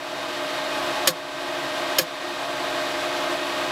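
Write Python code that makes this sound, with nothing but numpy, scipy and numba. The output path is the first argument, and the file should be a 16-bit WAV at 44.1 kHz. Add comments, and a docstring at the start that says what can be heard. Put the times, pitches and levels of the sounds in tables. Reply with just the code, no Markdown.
"""Several small fans of a desktop printer run steadily, close to a mono microphone: air rush is noise
coloured by housing resonances; motor and blade tones are multiples of slightly wandering speeds.
Twice the filament drive skips a tooth: bursts of contacts ring metal modes, then the frame thuds in sines.
Behind lie a lone hum that swells and fades and faint high whines.
The recorder's gain control ducks after each skip and creeps back; it starts still ducked."""
import sys
import numpy as np
from scipy import signal
from scipy.fft import rfft, irfft
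from scipy.io import wavfile
from numba import njit

SR = 44100
rng = np.random.default_rng(int(sys.argv[2]) if len(sys.argv) > 2 else 0)


def nominal_scale(level):
    """Amplitude ratio for a level in decibels (scalar or array-like)."""
    x = np.asarray(level, float) / 20
    return 10 ** x


def pcm_store(signal):
    """Save signal as 16-bit PCM."""
    levels = np.round(np.clip(np.atleast_2d(signal), -1, 1) * 32767)
    wavfile.write(sys.argv[1], SR, levels.astype(np.int16).T)


N = 163611  # length in samples


def unit(x):
    """Scale to rms 1."""
    return x / np.sqrt(np.mean(x ** 2) + 1e-20)


def drift(rate_hz):
    """Slow random wander of rms 1: noise through two equal low-pass poles, made at SR / 40."""
    pole = np.exp(-2 * np.pi * rate_hz * 40 / SR)
    noise = rng.standard_normal(N // 40 + 2002)
    slow = signal.lfilter([1], [1, -2 * pole, pole * pole], noise)[2000:]  # settled part
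    return np.interp(np.arange(N) / 40, np.arange(len(slow)), unit(slow - slow.mean()))


def coloured(spectrum, peaks=()):
    """Noise with a spectrum and bell-shaped boosts or dips; rms 1."""
    hz = np.arange(N // 2 + 1) * SR / N + 1  # 1 Hz up, so that the log exists
    points = np.array(spectrum)
    db = np.interp(np.log(hz), np.log(points[:, 0]), points[:, 1])
    for peak_hz, width_hz, boost_db in peaks:
        db = db + boost_db / (1 + (2 * (hz - peak_hz) / width_hz) ** 2)
    return unit(irfft(rfft(rng.standard_normal(N)) * nominal_scale(db), N))


def ring(x, hz, t60):
    """A resonator: a unit click sets a dying sine of starting height 1 ringing."""
    radius = nominal_scale(-60 / (t60 * SR))
    angle = 2 * np.pi * hz / SR
    return signal.lfilter([0, np.sin(angle)], [1, -2 * radius * np.cos(angle), radius * radius], x + 1e-18)


def air():
    """Turbulent rush through the fan housings, flickering a little, ending at the top of the band."""
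    # broad spectrum of the rush, relative: f/Hz, density/dB
    rush_spectrum = [(18, -65), (30, -24.5), (85, -27.5), (130, -23), (231, -22), (270, -16), (342, -7.5),
                     (444, -17.5), (548, -9.5), (608, -7.5), (770, -12), (855, -10.5), (924, -11.5),
                     (1230, -9), (1440, -12.5), (1560, -12), (2250, -14.5), (2500, -15.5), (2770, -15),
                     (3700, -14.5), (6410, -27), (12700, -39), (15600, -46)]
    # housing resonances and dips the rush passes through: f/Hz, width/Hz, boost/dB
    housing = [(141, 31, 10), (337, 39, 3.5), (647, 48, 3), (689, 76, 7.5), (853.6, 48, 8.5),
               (1018, 38, 6.5), (1142, 62, 3), (1575, 41, 3.5), (1857, 52, 7.5), (2534, 70, 4.5),
               (2740, 120, -0.5), (3940, 100, -5), (4400, 100, 0.5), (7030, 240, -0.5), (7800, 580, 2.5),
               (9340, 350, -3.5), (10470, 1100, 4), (12300, 500, 1.5), (13100, 800, 3.5), (14300, 200, 7),
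               (15200, 900, 3)]
    level_db, flicker_db, flicker_hz = -26, 0.58, 13.4
    top_cut = signal.ellip(12, .5, 60, 15650, fs=SR, output="sos")  # edge in Hz
    rush = signal.sosfilt(top_cut, coloured(rush_spectrum, housing))
    return nominal_scale(level_db + flicker_db * drift(flicker_hz)) * rush


def fan(turn_hz, tones, waver_db=0.4):
    """Multiples of one slightly wandering speed, each wavering in level on its own."""
    speed_wander = 0.00044  # share of the speed, rms
    turns = np.cumsum(turn_hz * (1 + speed_wander * drift(1.51))) / SR
    out = np.zeros(N)
    for multiple, db in tones:
        level = np.sqrt(2) * nominal_scale(db + waver_db * drift(11.4))  # dB is rms
        out += level * np.sin(2 * np.pi * (multiple * turns + rng.random()))
    return out


def fan_tones():
    """Motor and blade tones of four fans, each a set of harmonics of its turning rate."""
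    # tones of each fan: multiple of the turning rate, level/dB rms
    slow_fan = [(3, -55.5), (4, -40.5)]
    board_fan = [(4, -47.5), (5, -33.5), (9, -43.5), (18, -59), (20, -51)]
    hot_end_fan = [(12, -45), (14, -55.5), (16, -48.5), (22, -47.5), (24, -49.5), (25, -55.5), (28, -45),
                   (29, -55), (30, -49), (32, -52.5), (36, -55.5)]
    blower = [(5, -53), (8, -43.5), (10, -43), (15, -58), (16, -48)]
    # turning rates in Hz
    return fan(71.03, slow_fan) + fan(122.8, board_fan) + fan(132.82, hot_end_fan) + fan(156.22, blower)


def contact_clicks():
    """Metal contacts as scattered clicks of either sign and uneven height."""
    per_s, spread_db = 6000, 4.
    happens = rng.random(N) < per_s / SR
    height_db = spread_db * np.minimum(rng.exponential(1, N), 3)
    return happens * rng.choice([-1, 1], N) * nominal_scale(height_db)


def gear():
    """Each burst is a dying rattle of contacts into the gear's modes, with a broad crack."""
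    # modes of gear, lever and spring: f/Hz, relative level/dB
    modes = [(1700, -8), (2500, -8.5), (3130, -5.5), (3800, -9), (4330, 0), (4800, 1), (5100, -1),
             (5500, -1.5), (6300, -8), (6700, 0), (7350, -18), (8300, -9), (10650, -8), (11100, -11),
             (11650, -15), (13300, -8), (14100, -12), (14900, -15)]
    # broad crack around the modes, relative: f/Hz, density/dB
    crack_spectrum = [(880, -14.5), (1500, -3), (3520, -0.5), (4290, 0.5), (5940, -6.5), (6630, -4),
                      (9100, -12), (13300, -5), (16000, -31)]
    # bursts, the slip and its rebounds: t/s, relative level/dB, decay length/s, brightness/dB per octave
    bursts = [(1.0728, -16.5, 0.00089, -1), (1.0738, -8, 0.001, -0.5), (1.0792, -14, 0.005, -6),
              (1.088, -21, .003, 3), (1.102, -24, .004, 3), (1.9837, -11, 0.0048, -2.),
              (1.9854, -22.5, 0.0055, 8.5), (1.993, -39, .004, -3), (1.994, -20.5, 0.0066, -11),
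              (2.01, -21, 0.0083, 1.5), (2.023, -31, .003, 6)]
    rise_s, modes_db, mode_t60_s = .0006, -4.5, .032
    crack_db, crack_t60_s, split_hz = -8, 0.079, 9100  # crack_db holds for a burst of -13 dB
    crack_loss = .6  # softer contacts crack less, dB per dB
    hiss = coloured(crack_spectrum)
    low = signal.sosfilt(signal.butter(2, split_hz, "low", fs=SR, output="sos"), hiss)
    high = signal.sosfilt(signal.butter(2, split_hz, "high", fs=SR, output="sos"), hiss)
    contacts = contact_clicks()
    out = np.zeros(N)
    t = np.arange(SR // 4) / SR
    rise = 1 - np.exp(-t / rise_s)
    for start_s, db, length_s, bright_db in bursts:
        at = int(start_s * SR)
        now = slice(at, at + len(t))
        rattle = contacts[now] * rise * np.exp(-t / length_s)
        rattle = rattle / np.sqrt(np.sum(rattle ** 2) + 1e-20)  # energy 1
        hit = np.zeros(len(t))
        for hz, mode_db in modes:
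            tilt_db = bright_db * np.log2(hz / 4000)
            hit += nominal_scale(modes_db + mode_db + tilt_db) * ring(rattle, hz, mode_t60_s)
        # the crack holds for the burst's length, then dies away
        fade_db = -60 * np.maximum(t - length_s, 0) / crack_t60_s
        crack_level = nominal_scale(crack_db + crack_loss * (db + 13) + fade_db)
        crack = (low[now] - nominal_scale(2 * bright_db) * high[now]) * rise * crack_level
        out[now] += nominal_scale(db) * (hit + crack)
    return out


def frame():
    """The frame's modes swell a little after each skip, die at their own rates and sink in pitch."""
    # skips of the drive gear, which shake the frame: t/s, level/dB
    skips = [(1.0729, -9.5), (1.9834, -10.5)]
    # thud modes: settled f/Hz, relative level/dB, t60/s, delay/s
    thud_modes = [(163.5, -9.5, 0.11, 0.028), (333, -1, 0.053, 0.0092), (507, -2, 0.16, 0.003),
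                  (1070, -8.5, 0.14, 0.009), (1590, -14, 0.056, 0.00072)]
    swell_s = 0.0039
    sag, sag_s = .2, 0.0121  # the thud starts sharp by this share and settles
    out = np.zeros(N)
    t = np.arange(SR // 2) / SR
    for start_s, db in skips:
        at = int(start_s * SR)
        for hz, mode_db, t60_s, delay_s in thud_modes:
            late = np.maximum(t - delay_s, 0)
            cycles = hz * np.cumsum(1 + sag * np.exp(-t / sag_s)) / SR
            swell = 1 - np.exp(-late / swell_s)
            level = nominal_scale(db + mode_db - 60 * late / t60_s) * swell
            out[at:at + len(t)] += level * np.sin(2 * np.pi * cycles)
    return out


def hum():
    """A lone hum at 350.5 Hz, a single sine that swells and fades by chance."""
    return fan(350.5, [(1, -40.5)], waver_db=3.)


def whines():
    """Faint high whines, sines that share one slightly wandering rate."""
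    # whines: multiple of 0.98 Hz, level/dB rms
    high_tones = [(4025, -58), (4423, -58), (5271, -60), (5896, -61), (6109, -64), (7703, -66)]
    return fan(0.98, high_tones)


def scene():
    """All sources reach one microphone, laid on two equal channels."""
    mono = air() + fan_tones() + gear() + frame() + hum() + whines()
    return np.stack([mono, mono])


@njit
def follow(wanted_db, start_db, down, up):
    """Gain falls quickly towards the wanted value and rises slowly."""
    gain_db, now = np.empty(len(wanted_db)), start_db
    for i in range(len(wanted_db)):
        now += (wanted_db[i] - now) * (down if wanted_db[i] < now else up)
        gain_db[i] = now
    return gain_db


def gain_control(x):
    """The recorder senses the smoothed power and pulls down what exceeds a threshold."""
    sense_s, threshold_db = 0.06, -25.5
    squeeze = 1  # dB of cut wanted per dB above the threshold
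    duck_s, recover_s, start_db = 0.014, 0.33, -9.0
    smooth = np.exp(-1 / (sense_s * SR))
    power = signal.lfilter([1 - smooth], [1, -smooth], x[0] ** 2)
    level_db = 10 * np.log10(power + 1e-12)
    wanted_db = -squeeze * np.maximum(level_db - threshold_db, 0)
    gain_db = follow(wanted_db, start_db, 1 / (duck_s * SR), 1 / (recover_s * SR))
    return x * nominal_scale(gain_db)


def band_limit(x):
    """A steep low-pass at the top of the band."""
    return signal.sosfilt(signal.butter(12, 16640, fs=SR, output="sos"), x)


def record(dry):
    """The microphone's low cut, the gain control, then peaks rounded towards a ceiling."""
    low_cut = signal.butter(4, 28, "high", fs=SR, output="sos")  # corner in Hz
    levelled = gain_control(signal.sosfilt(low_cut, dry))
    ceiling = 1.1
    rounded = ceiling * np.tanh(levelled / ceiling)
    return band_limit(rounded)


dry = scene()
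out = record(dry)
pcm_store(out)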